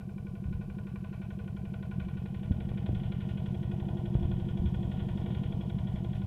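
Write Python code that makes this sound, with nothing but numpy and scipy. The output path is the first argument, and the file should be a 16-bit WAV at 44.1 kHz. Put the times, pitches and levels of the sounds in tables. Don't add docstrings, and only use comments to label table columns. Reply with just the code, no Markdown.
import sys
import numpy as np
from scipy import signal
from scipy.fft import rfft, irfft
from scipy.io import wavfile

SR = 44100
rng = np.random.default_rng(int(sys.argv[2]) if len(sys.argv) > 2 else 0)


def log_audio(samples):
    frames = np.atleast_2d(samples).T
    limited = np.clip(frames, -1, 1)
    pcm = np.round(limited * 32767).astype(np.int16)
    wavfile.write(sys.argv[1], SR, pcm)


N = 276066
TIME = np.arange(N) / SR


def from_db(db):
    return 10 ** (np.asarray(db) / 20)


def rms_one(x):
    return x / np.sqrt(np.mean(x ** 2) + 1e-20)


def in_time(rows):
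    s, *columns = np.transpose(rows)
    return [np.interp(TIME, s, c) for c in columns]


def coloured_noise(points):
    hz, db = np.transpose(points)
    bins_hz = np.arange(N // 2 + 1) * SR / N
    gain = from_db(np.interp(np.log(bins_hz + 1e-9), np.log(hz), db))
    return rms_one(irfft(rfft(rng.standard_normal(N)) * gain, N))


def resonate(x, hz, width_hz):
    radius = np.exp(-np.pi * width_hz / SR)
    zeros = np.sqrt((1 - radius ** 2) / 2) * np.array([1, 0, -1])
    poles = [1, -2 * radius * np.cos(2 * np.pi * hz / SR), radius ** 2]
    return signal.lfilter(zeros, poles, x)


def cut(x, hz, kind, order):
    return signal.sosfilt(signal.butter(order, hz, kind, fs=SR, output="sos"), x)


def swell(age, rise_s, decay_s):
    return (1 - np.exp(-(age / rise_s) ** 2)) * np.exp(-age / decay_s)


def flares(events, rise_s, decay_s):
    power = np.zeros(N)
    shape = swell(TIME[:SR], rise_s, decay_s) ** 2
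    for s, db in events:
        start = int(s * SR)
        power[start:start + SR] += from_db(db) ** 2 * shape[:N - start]
    return power


def recurring(cycles, period, degrees, spread_db):
    number, part = np.divmod(cycles - degrees / 720 + 4, 1)
    strength = from_db(spread_db * rng.standard_normal(128))
    return [((part + back) * period, strength[number.astype(int) - back]) for back in (0, 1)]


def chatter(cycles, repeat_share):
    pattern = rng.standard_normal(3800)
    locked = pattern[(cycles % 1 * len(pattern)).astype(int) % len(pattern)]
    share = np.clip(repeat_share, 0, 1)
    return np.sqrt(share) * locked + np.sqrt(1 - share) * rng.standard_normal(N)


def body(drive, modes, near):
    out = np.zeros(N)
    for hz, width_hz, far_db, near_db in modes:
        rocking = np.interp(TIME, np.linspace(0, TIME[-1], 40), rng.standard_normal(40))
        level_db = far_db + near * (near_db - far_db) + 1.3 * rocking
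        out += from_db(level_db) * resonate(drive, hz, width_hz)
    return out


def ground_dip(x, hz, width_hz, depth):
    notched = signal.lfilter(*signal.iirnotch(hz, hz / width_hz, fs=SR), x)
    return x + np.clip(depth, 0, 1) * (notched - x)


# time_s, speed_rpm
CRANK_SPEED = [(0.0, 1390.0), (0.4, 1383.7), (0.8, 1398.4), (1.2, 1375.5), (1.7, 1383.0), (2.1, 1390.2),
               (2.4, 1386.7), (2.9, 1394.4), (3.3, 1411.6), (3.7, 1411.2), (4.1, 1401.0), (4.5, 1392.3),
               (4.85, 1403.5), (5.2, 1384.8), (5.55, 1364.0), (5.9, 1387.0), (6.26, 1394.2)]
START_DEG = -53.5


def crank():
    cycles_per_s = in_time(CRANK_SPEED)[0] / 120
    return np.cumsum(cycles_per_s) / SR + START_DEG / 720, 1 / cycles_per_s


# time_s, nearness (0 far and head-on, 1 close and side-on; may pass 1)
NEARNESS = [(0, 0), (1.0, 0.13), (1.9, 0.37), (2.8, 0.91), (5.3, 1.21), (6.26, 1.005)]


def approach():
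    return in_time(NEARNESS)[0]


AIR_PULSES = [ (157.7, 98.5, 0.008, 0.0041, -12, -7.5), (370.1, 142.1, 0.006, 0.0048, -16, -12),
              (535.5, 148, 0.0059, 0.0042, -18, -12.5), (575.8, 199.6, 0.00073, 0.035, -35, -45),
              (522.8, 194, 0.013, 0.017, -34, -25.5), (586, 354.4, 0.0049, 0.0061, -33.5, -45.5),
              (587.1, 349, 0.0038, 0.018, -79, -46.5), ]
PULSE_SIGNS = [-1, 1, -1, 1, 1, 1, 1]
GAS_DB, GAS_NEAR_DB = -0.78, 2.5


def gas_pulses(cycles, period, near):
    out = np.zeros(N)
    for (degrees, hz, rise_s, decay_s, far_db, near_db), sign in zip(AIR_PULSES, PULSE_SIGNS):
        gain = sign * (from_db(far_db) * (1 - near) + from_db(near_db) * near)
        for age, strength in recurring(cycles, period, degrees, spread_db=0.63):
            swing = np.sin(2 * np.pi * hz * age)
            out += gain * strength * swell(age, rise_s, decay_s) * swing
    return from_db(GAS_DB + GAS_NEAR_DB * near) * out


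# time_s, gain_db
KNOCK_HARDNESS = [(0, -2), (1.0, 3.5), (2.8, 6), (3.7, 2), (6.26, 1.5)]


def knock_hardness():
    return in_time(KNOCK_HARDNESS)[0]


# crank_deg after ignition, decay_s, level_db (relative)
METAL_CONTACTS = [(-25, 0.0038, -3.5), (11, 0.0038, 0), (44, 0.0026, -6), (66, 0.035, -13.5),
                  (209, 0.0098, -15.5), (400, 0.014, -15)]
# pitch_hz, width_hz, far_db, near_db
BLOCK_MODES = [(1024, 21, -62, -61.5), (1140, 116, -56.5, -63), (1458, 91, -53.5, -54),
               (1853, 210, -67.5, -57.5), (2127, 120, -69, -66.5), (2318, 72, -62, -63.5),
               (2500, 145, -64, -62), (2933, 280, -67.5, -58), (3240, 350, -89, -59.5),
               (3950, 580, -60.5, -63.5)]
CLATTER_DB, CLATTER_NEAR_DB = -21.5, 3.5


def knock(cycles, period, near, knock_db):
    power = from_db(CLATTER_DB + CLATTER_NEAR_DB * near) ** 2
    for degrees, decay_s, db in METAL_CONTACTS:
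        for age, strength in recurring(cycles, period, degrees, spread_db=2.12):
            strike = from_db(db + knock_db) * strength * swell(age, rise_s=0.0012, decay_s=decay_s)
            power = power + strike ** 2
    power = power + rattle_power()
    ringing = body(np.sqrt(power) * chatter(cycles, repeat_share=0.36), BLOCK_MODES, near)
    return cut(cut(ringing, hz=3565, kind="low", order=10), hz=790, kind="high", order=2)


# pitch_hz, decay_s, far_db, near_db (before knock hardness)
HEAD_RINGS = [(478.6, 0.0057, -51, -47.5), (1032, 0.015, -55, -73), (1466, 0.0075, -47.5, -69),
              (1850, 0.0064, -62.5, -61), (2375, 0.005, -50.5, -62), (3332, 0.0034, -74, -47),
              (3650, 0.0027, -63, -53.5)]


def pings(cycles, period, near, knock_db):
    out = np.zeros(N)
    for hz, decay_s, far_db, near_db in HEAD_RINGS:
        ignition_lag = .002 * rng.standard_normal(128)[(cycles + .5).astype(int)]
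        age, strength = recurring(cycles - ignition_lag, period, degrees=-5, spread_db=1.0)[0]
        ring = swell(age, rise_s=0.0029, decay_s=decay_s) * np.sin(2 * np.pi * hz * age)
        out += from_db(far_db + near * (near_db - far_db)) * strength * ring
    return from_db(knock_db) * out


# pitch_hz, width_hz, far_db, near_db
FRAME_MODES = [(245, 110, -78, -57.5), (343, 46, -72.5, -53.5), (437.5, 39, -63.5, -62.5),
               (466, 39, -63, -62), (636.3, 85, -61, -55.5), (742, 30, -72, -65.5), (940, 90, -100, -66),
               (1002, 35, -63.5, -66.5)]
DRIVE_DB, DRIVE_NEAR_DB = -0.48, -1.25


def gears(cycles, period, near):
    age, strength = recurring(cycles, period, degrees=-30, spread_db=3.0)[0]
    push = 0.48 + 0.12 * near + 0.67 * strength * swell(age, rise_s=0.00031, decay_s=0.022)
    age, strength = recurring(cycles, period, degrees=336, spread_db=3.5)[0]
    push += 0.37 * near * strength * swell(age, rise_s=0.0013, decay_s=0.018)
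    age, strength = recurring(cycles, period, degrees=200, spread_db=1.0)[0]
    push += 0.69 * strength * swell(age, rise_s=0.0013, decay_s=0.0084)
    ringing = body(push * chatter(cycles, repeat_share=0.31), FRAME_MODES, near)
    return from_db(DRIVE_DB + DRIVE_NEAR_DB * near) * cut(ringing, hz=956, kind="low", order=6)


# periods_per_cycle, level_db (relative)
WHINE_PARTIALS = [(30, 0), (29, -9), (78.5, -20)]
WHINE_DB, WHINE_NEAR_DB = -81.5, 10
BEAM_AT_S, BEAM_WIDTH_S, BEAM_DB = 4.2, .5, -50
TORQUE_SWING = 0.47


def whine(cycles, near):
    torque = 1 + TORQUE_SWING * np.cos(2 * np.pi * cycles)
    beam = from_db(BEAM_DB) * np.exp(-((TIME - BEAM_AT_S) / BEAM_WIDTH_S) ** 2)
    level = from_db(WHINE_DB + WHINE_NEAR_DB * near) + beam
    hum = sum(from_db(db) * -np.sin(2 * np.pi * order * cycles) for order, db in WHINE_PARTIALS)
    return level * torque * hum


STRAW_DB, STRAW_NEAR_DB = -85, 6


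def straw(near):
    clumps = rms_one(cut(rng.standard_normal(N), hz=23, kind="low", order=2))
    snaps = (rng.random(N) < 7000 / SR) * rng.standard_normal(N)
    snaps = snaps * from_db(2.2 * np.minimum(clumps, 2))
    crackle = rms_one(cut(cut(snaps, hz=2390, kind="high", order=2), hz=6260, kind="low", order=2))
    power = from_db(STRAW_DB + STRAW_NEAR_DB * near) ** 2 + crunch_power()
    return np.sqrt(power) * crackle


# pitch_hz, density_db per Hz
HISS_COLOUR = [(100, 18), (1000, -2.5), (3000, 2), (5000, 5), (6500, 1), (10000, 3), (13000, 0.5),
               (16000, -0.5)]


def background_hiss():
    return from_db(-74) * coloured_noise(HISS_COLOUR)


# pitch_hz, density_db per Hz
WIND_COLOUR = [(12, -31), (25, 3), (50, -0.5), (85, 4.5), (130, 2), (200, 0), (300, -26.5), (600, -36),
               (1500, -75.5)]
# start_s, level_db
WIND_GUSTS = [(0.44, -33), (1.93, -34), (2.51, -34.5), (2.87, -33), (4.22, -29.5), (4.58, -29), (4.78, -35),
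              (5.66, -44)]
BREEZE_DB, BREEZE_DB_PER_S = -53, 2.0


def buffet():
    breeze_power = from_db(BREEZE_DB + BREEZE_DB_PER_S * TIME) ** 2
    power = breeze_power + flares(WIND_GUSTS, rise_s=0.045, decay_s=0.18)
    return np.sqrt(power) * coloured_noise(WIND_COLOUR)


# start_s, pitch_hz, decay_s, level_db
MICROPHONE_BUMPS = [(0.454, 73, 0.013, -22.5), (0.484, 122, 0.015, -28), (0.549, 72, 0.0049, -20),
                    (2.5, 87, 0.012, -31), (2.508, 82, 0.0077, -11), (2.51, 234, 0.0062, -22.5),
                    (2.717, 298, 0.00056, -17.5), (2.891, 314, 0.0024, -22), (2.896, 77, 0.0046, -12.5),
                    (2.930, 116, 0.013, -20), (4.152, 117.7, 0.0057, -9), (4.152, 293, 0.0013, -15),
                    (4.165, 51, 0.022, -22), (4.225, 70, 0.0056, -15.5), (4.253, 98, 0.0038, -14.5),
                    (4.598, 70.6, 0.0055, -14.5), (4.656, 84, 0.017, -20), (5.943, 89, 0.014, -23.5)]


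def bumps():
    out = np.zeros(N)
    for s, hz, decay_s, db in MICROPHONE_BUMPS:
        age = np.clip(TIME - s, 0, 1)
        swing = np.sin(2 * np.pi * hz * age)
        out += from_db(db) * swell(age, rise_s=0.16 / hz, decay_s=decay_s) * swing
    return cut(out, hz=34.0, kind="high", order=1)


# start_s, level_db (drives the block modes)
HITCH_RATTLES = [(2.996, -8), (3.058, -9), (3.150, -11), (4.940, -15), (4.969, -9), (4.991, -7),
                 (5.212, -9.5), (5.302, -5.5), (5.368, -6), (5.454, -7.5), (5.925, -16), (6.150, -7)]


def rattle_power():
    return flares(HITCH_RATTLES, rise_s=0.00099, decay_s=0.032)


# start_s, level_db
STALK_CRUNCHES = [(4.68, -77), (5.145, -74), (5.295, -73), (5.92, -75), (6.14, -75)]


def crunch_power():
    return flares(STALK_CRUNCHES, rise_s=.012, decay_s=0.083)


def scene():
    cycles, period = crank()
    near = approach()
    knock_db = knock_hardness()
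    gas = gas_pulses(cycles, period, near)
    block = knock(cycles, period, near, knock_db) + pings(cycles, period, near, knock_db)
    drive = gears(cycles, period, near) + whine(cycles, near)
    metal = ground_dip(block + drive, hz=1282, width_hz=190, depth=0.68)
    return (gas + metal + straw(near) + background_hiss() + buffet() + bumps())[None]


def record(dry):
    return signal.sosfilt(signal.ellip(12, .1, 90, 15550, fs=SR, output="sos"), dry)


dry = scene()
out = record(dry)
log_audio(out)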